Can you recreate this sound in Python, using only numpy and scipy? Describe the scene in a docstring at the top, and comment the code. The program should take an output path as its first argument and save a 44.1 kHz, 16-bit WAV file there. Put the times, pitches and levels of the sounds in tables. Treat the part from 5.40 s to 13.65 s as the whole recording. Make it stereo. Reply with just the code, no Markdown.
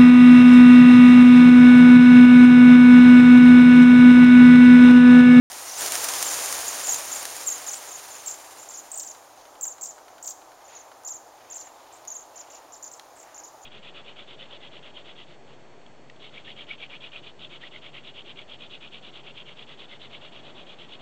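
"""A flock of waxwings leaves a berry tree in a winter garden, with far traffic murmuring underneath.
The birds stir, then burst out: wings whirr as they push air and rub feathers, and their tips clap.
The whirr fades into the distance while the birds whistle trills, quick runs of high, falling notes.
Soft ticks and rustles come up close by, then one dry snap, as the trills carry on more quietly.
One small microphone hears it all."""
import sys
import numpy as np
from scipy import signal
from scipy.fft import rfft, irfft, next_fast_len
from scipy.io import wavfile

SR = 44100
rng = np.random.default_rng(int(sys.argv[2]) if len(sys.argv) > 2 else 0)


def waveform_to_disk(signal):
    """Save audio, clipped to [-1, 1], as 16-bit WAV at the path in sys.argv[1]."""
    frames = np.transpose(np.atleast_2d(signal))
    scaled = np.clip(frames, -1, 1) * 32767
    samples = np.round(scaled).astype(np.int16)
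    wavfile.write(sys.argv[1], SR, samples)


N = 363825
TIME = np.arange(N) / SR
STIR_S, BURST_S, RECEDE_S, GONE_S = 0.35, 0.42, 0.92, 3.84   # cues of the flock's departure
DEEP_HOOK_HZ = 2500   # depth of a full hook, the pitch drop that ends a note


def from_db(db):
    """Decibels to gain."""
    return 10 ** (np.asarray(db) / 20)


def unit_power(x):
    """Scale to an RMS of one."""
    return x / np.sqrt(np.mean(x ** 2) + 1e-20)


def add(out, s, sound):
    """Mix a sound in at s seconds."""
    at = int(np.clip(round(s * SR), 0, N))
    out[at:at + len(sound)] += sound[:N - at]


def drift(rate, size=N):
    """Random modulator with a spread near 1, gliding to a new value rate times a second."""
    place = np.arange(size) * rate / SR
    points = int(place[-1]) + 2
    return 1.2 * np.interp(place, np.arange(points), rng.standard_normal(points))


def coloured(x, curve):
    """Apply an EQ curve that rolls off beyond its ends; white noise keeps its power."""
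    size = next_fast_len(N + 4096)
    hz, db = np.transpose(curve)
    f = np.maximum(np.fft.rfftfreq(size, 1 / SR), 1)
    rolloff = 1 + (f / hz[-1] / 2) ** 4 + (hz[0] / f / 2) ** 4
    gain = from_db(np.interp(np.log(f), np.log(hz), db)) / rolloff
    return irfft(rfft(x, size) * unit_power(gain), size)[:N]


def bursts(events, decay_s, tail_db, tail_s):
    """A noise crack and a short brushing tail for each (time [s], level [dB])."""
    out, t = np.zeros(N), np.arange(2048) / SR
    envelope = np.exp(-t / decay_s) + from_db(tail_db) * np.exp(-t / tail_s)
    for s, db in events:
        add(out, s, from_db(db) * rng.standard_normal(len(t)) * envelope)
    return out


def ring(taps, modes):
    """Taps ring in a few damped resonances."""
    return sum(from_db(db) * signal.lfilter(*signal.iirpeak(hz, hz / width, SR), taps + 1e-18)
               for hz, width, db in modes)


def garden_reverb(x, t60):
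    """Branches, fences and house walls scatter a short, thin tail."""
    t = np.arange(SR // 2) / SR
    echoes = rng.standard_normal(len(t)) * (rng.random(len(t)) < .05)
    echoes *= (t > .004) * from_db(-60 * t / t60)   # pre-delay and decay
    return signal.fftconvolve(x, echoes / np.linalg.norm(echoes))[:N]


# EQ of the distant road: (frequency [Hz], gain [dB])
TRAFFIC_EQ = [(15, -53), (25, -16.5), (74, -21.5), (112, -15.5), (181, -19), (208, -16), (319, -7),
              (395, -9.5), (617, -1.5), (810, 0.5), (1080, -5.5), (1290, -9), (1370, -12.5), (2600, -30),
              (3380, -78), (5720, -120)]
def traffic(level_db=-50.5, waver_db=0.2):
    """Far traffic blends into a dull bed that wavers a little."""
    level = from_db(level_db + waver_db * drift(2.08))
    return level * coloured(rng.standard_normal(N), TRAFFIC_EQ)


# EQ of the airy noise floor: (frequency [Hz], gain [dB])
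HISS_EQ = [(1500, 4.5), (2600, -2), (4500, -1.5), (7000, 0), (9000, -5), (11500, -8), (15500, -8.5)]
def hiss(level_db=-57.5):
    """A faint, steady hiss on top of the bed."""
    return from_db(level_db) * coloured(rng.standard_normal(N), HISS_EQ)


# Soft close rustles: (peak time [s], half-length [s], band centre [Hz], level [dB])
RUSTLE_CUES = [(3.997, 0.031, 3800, -57), (5.345, 0.13, 1660, -58.5), (5.346, 0.066, 3500, -56),
               (6.13, 0.18, 2200, -60), (6.54, 0.28, 2800, -61.5), (7.106, 0.18, 2320, -59.5),
               (7.91, 0.13, 1690, -58)]
def rustles(grain_db=3, half_width_octaves=0.616):
    """Brief grainy swells, like cloth moving."""
    out = np.zeros(N)
    for s, half_length, hz, db in RUSTLE_CUES:
        rub = rng.standard_normal(N) * from_db(grain_db * drift(120))
        edges = [hz / 2 ** half_width_octaves, hz * 2 ** half_width_octaves]
        band = signal.sosfilt(signal.butter(2, edges, "band", fs=SR, output="sos"), rub)
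        swell = np.exp(-((TIME - s) / half_length) ** 2)
        out += from_db(db) * unit_power(band) * swell
    return out


# Runs of close ticks: (start [s], tick count, drive level [dB])
TICK_CUES = [(3.748, 1, -48), (4.053, 3, -48.5), (4.382, 1, -49.5), (4.581, 3, -48.5), (5.017, 3, -51.5),
             (5.516, 1, -49.5)]
# Resonances of a tick: (frequency [Hz], bandwidth [Hz], gain [dB])
TICK_BODY = [(1450, 430, 15), (2100, 280, 5.5), (2950, 270, 7), (3940, 850, -3)]
def ticks(trim_db=1, step_s=0.1):
    """Light, dull taps ring briefly, singly or in even runs."""
    events = [(s + k * step_s, db + trim_db) for s, count, db in TICK_CUES for k in range(count)]
    return ring(bursts(events, decay_s=0.0066, tail_db=-38, tail_s=0.0046), TICK_BODY)


# Resonances of the snap: (frequency [Hz], bandwidth [Hz], gain [dB])
SNAP_BODY = [(1300, 800, -3), (2100, 700, -3), (3660, 1800, 4.5)]
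def snap(at_s=7.596, drive_db=-32):
    """One dry snap close by: a sharp crack through broad resonances."""
    return ring(bursts([(at_s, drive_db)], decay_s=0.0023, tail_db=-30, tail_s=0.008), SNAP_BODY)


def flock_db(fade_db_per_s, stir_db=-8):
    """The flock's fader: a stir, a quick rise, a hold at 0 dB and a steady fade with distance."""
    rise_db = np.interp(TIME, [STIR_S, BURST_S], [stir_db, 0])
    return rise_db - fade_db_per_s * np.maximum(TIME - RECEDE_S, 0)


def note(length, top_hz, sag_hz, hook_hz, overtone, rise_hz=2600, hook_s=0.003, fade_s=0.00095):
    """One whistle: it shoots up, sags, and hooks down as the syrinx lets go."""
    t = np.arange(int((length + 1.92 * hook_s) * SR)) / SR
    # hooked notes are rounder and raspier
    rise_s = np.interp(hook_hz, [0, DEEP_HOOK_HZ], [0.001286, 0.00274])
    rasp_hz = np.interp(hook_hz, [0, DEEP_HOOK_HZ], [60, 170]) * drift(2200, size=4096)[:len(t)]
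    hz = top_hz - sag_hz * t / length - rise_hz * np.exp(-t / rise_s)
    hz -= hook_hz * np.exp((t - length) / hook_s)
    phase = 2 * np.pi * np.cumsum(np.maximum(hz, 1500) + rasp_hz) / SR
    attack = np.clip(t / fade_s, 0, 1)
    release = np.clip((t[-1] - t) / (2 * hook_s + 2 * fade_s), 0, 1) ** 2
    throat = np.clip(hz / top_hz, 0, 1) ** 0.68   # passes low pitches poorly
    pressure = 1 + 0.11 * np.sin(np.pi * t / t[-1]) ** 2   # peaks in mid-note
    flutter = from_db(2.5 * drift(300, size=4096)[:len(t)])
    tone = np.sin(phase) + overtone * np.sin(2 * phase)
    return attack * release * throat * pressure * flutter * tone


def far_chorus(count=90, top_hz=7500, spread_hz=220, beat_s=0.037, level_db=-37.5, stragglers_db=-65):
    """Far trills blur into a shimmer that swells at take-off and fades; a few birds stay behind."""
    runs = np.zeros(N)
    for k in range(count):
        start = (k + rng.random()) * TIME[-1] / count
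        pitch = top_hz + spread_hz * rng.standard_normal()
        whistle = note(0.03, pitch, sag_hz=1150, hook_hz=500, overtone=0)
        for beat in range(4):
            add(runs, start + beat * beat_s, whistle)
    joining = np.minimum(TIME, 1)   # one-second fade-in
    level = from_db(level_db + flock_db(fade_db_per_s=8.5)) * joining
    return np.hypot(level, from_db(stragglers_db)) * unit_power(garden_reverb(runs, t60=0.3))


# Trills of the near birds: (start [s], note count, beat [s], top pitch [Hz], step per note [Hz],
# hook depth [0-1], accent level [dB], accent position [notes from the first])
TRILL_CUES = [(0.272, 3, 0.039, 6280, 198, 0.64, -35.5, 1.1), (0.379, 1, 0.0292, 8500, 80, 0.3, -23, -0.3),
              (0.848, 2, 0.053, 7900, -210, 0.3, -25.5, -0.14), (1.28, 1, 0.023, 7840, 50, 0.0, -20, -0.4),
              (1.434, 4, 0.037, 7940, 23, 0.0, -20, 1.5), (1.49, 2, 0.0353, 7250, 110, 0.14, -23, -0.45),
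              (1.716, 3, 0.0338, 7750, 200, 0.02, -26.0, 0.79),
              (2.062, 3, 0.039, 7900, -100, 0.04, -20.5, -0.0),
              (2.264, 2, 0.0419, 7530, -210, 0.3, -29.5, 0.044),
              (2.314, 2, 0.038, 8330, 290, 0.06, -27, -0.13), (2.474, 3, 0.033, 7660, 33, 0.2, -34, 1.2),
              (2.703, 3, 0.0391, 7580, -60, 0.22, -36.5, 0.48),
              (2.86, 3, 0.032, 8120, -58, 0.66, -25.5, 0.0012),
              (2.871, 2, 0.042, 7900, -100, 0.4, -36, 0.0), (3.183, 2, 0.034, 7600, 220, 0.5, -40.0, 0.7),
              (3.287, 2, 0.0333, 7960, -140, 0.87, -37, -0.1), (3.34, 2, 0.032, 7250, 612, 0.8, -31, 1.34),
              (3.516, 3, 0.0395, 8470, 82, 0.24, -26, 0.28),
              (3.574, 2, 0.035, 8260, -230, 0.77, -26, -0.014),
              (3.647, 2, 0.039, 8040, -420, 0.5, -32.5, -0.1),
              (4.21, 3, 0.042, 8150, -150, 0.22, -22.5, -0.26),
              (4.411, 2, 0.0374, 8110, 310, 0.49, -26, -0.5),
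              (4.418, 2, 0.0516, 7950, -310, 0.54, -29.5, -0.54),
              (4.826, 3, 0.031, 8120, -89, 0.97, -26.5, 1.24),
              (5.241, 3, 0.0384, 7500, 40, 0.04, -47.5, 0.9), (5.351, 2, 0.037, 7400, 136, 0.04, -42, 0.2),
              (5.648, 3, 0.044, 7550, 100, 0.2, -32, 0.9), (5.674, 1, 0.022, 8100, -40, 1.0, -31.5, -0.3),
              (6.1, 2, 0.041, 7660, 200, 0.33, -34, 0.6), (6.157, 2, 0.033, 7900, -390, 1.0, -35.5, 0.3),
              (6.209, 2, 0.0384, 7800, 190, 0.04, -41.5, 0.97),
              (6.524, 2, 0.03, 8100, 330, 0.86, -45.5, 0.091), (6.675, 1, 0.023, 7520, 140, 0.0, -29, 0.69),
              (6.702, 2, 0.039, 7460, 330, 0.03, -32.5, 0.5),
              (6.775, 2, 0.0318, 7880, -70, 0.1, -40.0, 0.0), (6.957, 2, 0.033, 7510, 22, 0.83, -39.5, 0.6),
              (7.101, 3, 0.032, 7760, -210, 1.0, -41, 0.35), (7.321, 2, 0.0328, 7580, 190, 0.7, -42, 0.056),
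              (7.425, 2, 0.032, 7620, -150, 0.83, -35.5, -0.14),
              (7.514, 2, 0.036, 7950, 210, 0.98, -35, -1.2), (7.755, 3, 0.029, 8480, -130, 0.65, -43.5, 1),
              (7.944, 2, 0.034, 7560, -27, 0.37, -38.5, 0.93), (8.035, 2, 0.03, 7300, 210, 0.92, -39, -0.6),
              (8.215, 1, 0.0335, 7500, 0, 0.9, -48, -0.5)]
def trill_notes(gap_s=0.0083, accent_db=3, clear_sag_hz=1451, hooked_sag_hz=438):
    """A trill is an even run of notes that steps in pitch and is loudest nearest its accent."""
    for s, notes, beat_s, top_hz, step_hz, hook, db, accent in TRILL_CUES:
        sag_hz = np.interp(hook, [0, 1], [clear_sag_hz, hooked_sag_hz])
        hook_hz = hook * DEEP_HOOK_HZ
        for k in range(notes):
            note_db = db - accent_db * (k - accent) ** 2
            yield s + k * beat_s, beat_s - gap_s, top_hz + k * step_hz, sag_hz, hook_hz, note_db


def near_trills(trim_db=-1, octave_db=-24, loud_db=-27, bounces=7, bounce_decay_s=0.095):
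    """Near birds whistle, and each note glances off branches and walls by paths of its own."""
    out = np.zeros(N)
    for s, length, top_hz, sag_hz, hook_hz, db in trill_notes():
        # loud and hooked notes are brighter
        overtone = from_db(octave_db + 0.45 * (db - loud_db) + 5 * hook_hz / DEEP_HOOK_HZ)
        whistle = from_db(db + trim_db) * note(length, top_hz, sag_hz, hook_hz, overtone)
        add(out, s, whistle)
        bounce = from_db(np.interp(hook_hz, [0, DEEP_HOOK_HZ], [-18, -11]))   # hooked notes blur more
        for lag in rng.uniform(.0005, .016, bounces):
            add(out, s + lag, bounce * np.exp(-lag / bounce_decay_s) * whistle)
    return out


# Featured wing claps and flicked twigs: (time [s], drive level [dB])
CLAP_CUES = [(0.117, -29), (0.409, -18), (0.4597, -21), (0.5212, -16.5), (0.5545, -16.5), (0.6875, -15.5),
             (0.737, -18), (0.8271, -13.5), (0.9911, -24), (1.0595, -19), (1.1261, -15.5), (1.5441, -16.5),
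             (1.8537, -20.5), (2.3434, -28), (5.6354, -43), (6.6516, -39.5)]
# EQ of a clap: (frequency [Hz], gain [dB])
CLAP_EQ = [(500, -8), (2000, -2), (4000, -3), (7000, 6.5), (10000, 2.5), (15500, -10)]
def wing_claps(click_db=6, small_count=16, small_db=-24, spread_db=5, scatter_s=1.6):
    """Wing tips slap together or hit twigs: a click and a feather brush. Small claps pepper take-off."""
    times = BURST_S + scatter_s * rng.random(small_count) ** 2
    levels = small_db + np.interp(times, TIME, flock_db(fade_db_per_s=7))
    levels += spread_db * rng.standard_normal(small_count)
    events = [*CLAP_CUES, *zip(times, levels)]
    clicks = np.zeros(N)
    for s, db in events:
        add(clicks, s, from_db([db + click_db]))
    brushes = bursts(events, decay_s=0.0007, tail_db=-12, tail_s=0.0051)
    return coloured(clicks + brushes, CLAP_EQ)


def wingbeats(bouts=77, beats=8, beats_per_s=17, stroke_s=0.013, spread_db=2.5):
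    """Power envelope of many birds, each flapping in a short bout at its own rate and distance."""
    strokes = np.zeros(N)
    for k in range(bouts):
        start = (k + rng.random()) * GONE_S / bouts - .2
        times = start + np.arange(beats) / (beats_per_s * rng.uniform(.8, 1.2))
        sizes = from_db(spread_db * rng.standard_normal(beats)) ** 2
        strokes[(np.abs(times) * SR).astype(int)] += sizes
    pole = np.exp(-2 / (stroke_s * SR))   # rounds each stroke into a puff
    power = signal.lfilter([1], [1, -2 * pole, pole * pole], strokes + 1e-18)
    return power / power[TIME < GONE_S].mean()


# EQ of the air pushed by the wings: (frequency [Hz], gain [dB])
WHOOSH_EQ = [(30, -28), (60, -13.5), (140, -14.5), (280, -8), (500, -2.5), (750, 1.5), (1100, -0.5),
             (2000, -3.5), (3500, -7.5), (7000, -10.5)]
# EQ of rubbing feathers: (frequency [Hz], gain [dB])
FEATHER_EQ = [(1200, -31), (3000, -9), (4300, -5.5), (5500, -1.5), (7000, 3), (8500, 1.5), (10000, -3),
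              (12000, -8), (15500, -10)]
def wing_whirr(whoosh_db=-33.5, feather_db=-29.5, whoosh_depth=0.47, feather_depth=0.54, leaving_s=0.65):
    """Each stroke pushes a puff of air and rubs feathers; the sound dies as the flock rounds the house."""
    pulse = wingbeats() - 1
    puffs = np.sqrt(1 + whoosh_depth * pulse) * rng.standard_normal(N)
    grains = unit_power(rng.standard_normal(N) * from_db(1.5 * drift(2000)))
    rubs = np.sqrt(1 + feather_depth * pulse) * grains
    whoosh = from_db(whoosh_db + flock_db(fade_db_per_s=6.5)) * coloured(puffs, WHOOSH_EQ)
    feathers = from_db(feather_db + flock_db(fade_db_per_s=8)) * coloured(rubs, FEATHER_EQ)
    return (whoosh + feathers) / (1 + np.exp((TIME - GONE_S) / leaving_s))


def scene(send_db=-13):
    """The mix, the same in both channels: close sounds with reverb, over the flock and the bed."""
    near = near_trills() + wing_claps() + ticks() + snap()
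    reverb = from_db(send_db) * garden_reverb(near, t60=0.42)
    mono = near + reverb + wing_whirr() + far_chorus() + rustles() + traffic() + hiss()
    return np.stack([mono, mono])


# Dips in the microphone's response: (frequency [Hz], bandwidth [Hz])
MIC_DIPS = [(195, 71), (7860, 985)]
def record(dry, start_s=0.1, cutoff_hz=15800):
    """The microphone has two narrow dips; the sound sets in abruptly and the top is cut."""
    for hz, width in MIC_DIPS:
        dry = signal.lfilter(*signal.iirnotch(hz, hz / width, SR), dry)
    high_cut = signal.ellip(12, .1, 80, cutoff_hz, fs=SR, output="sos")
    return signal.sosfilt(high_cut, dry * (TIME >= start_s))


dry = scene()
out = record(dry)
waveform_to_disk(out)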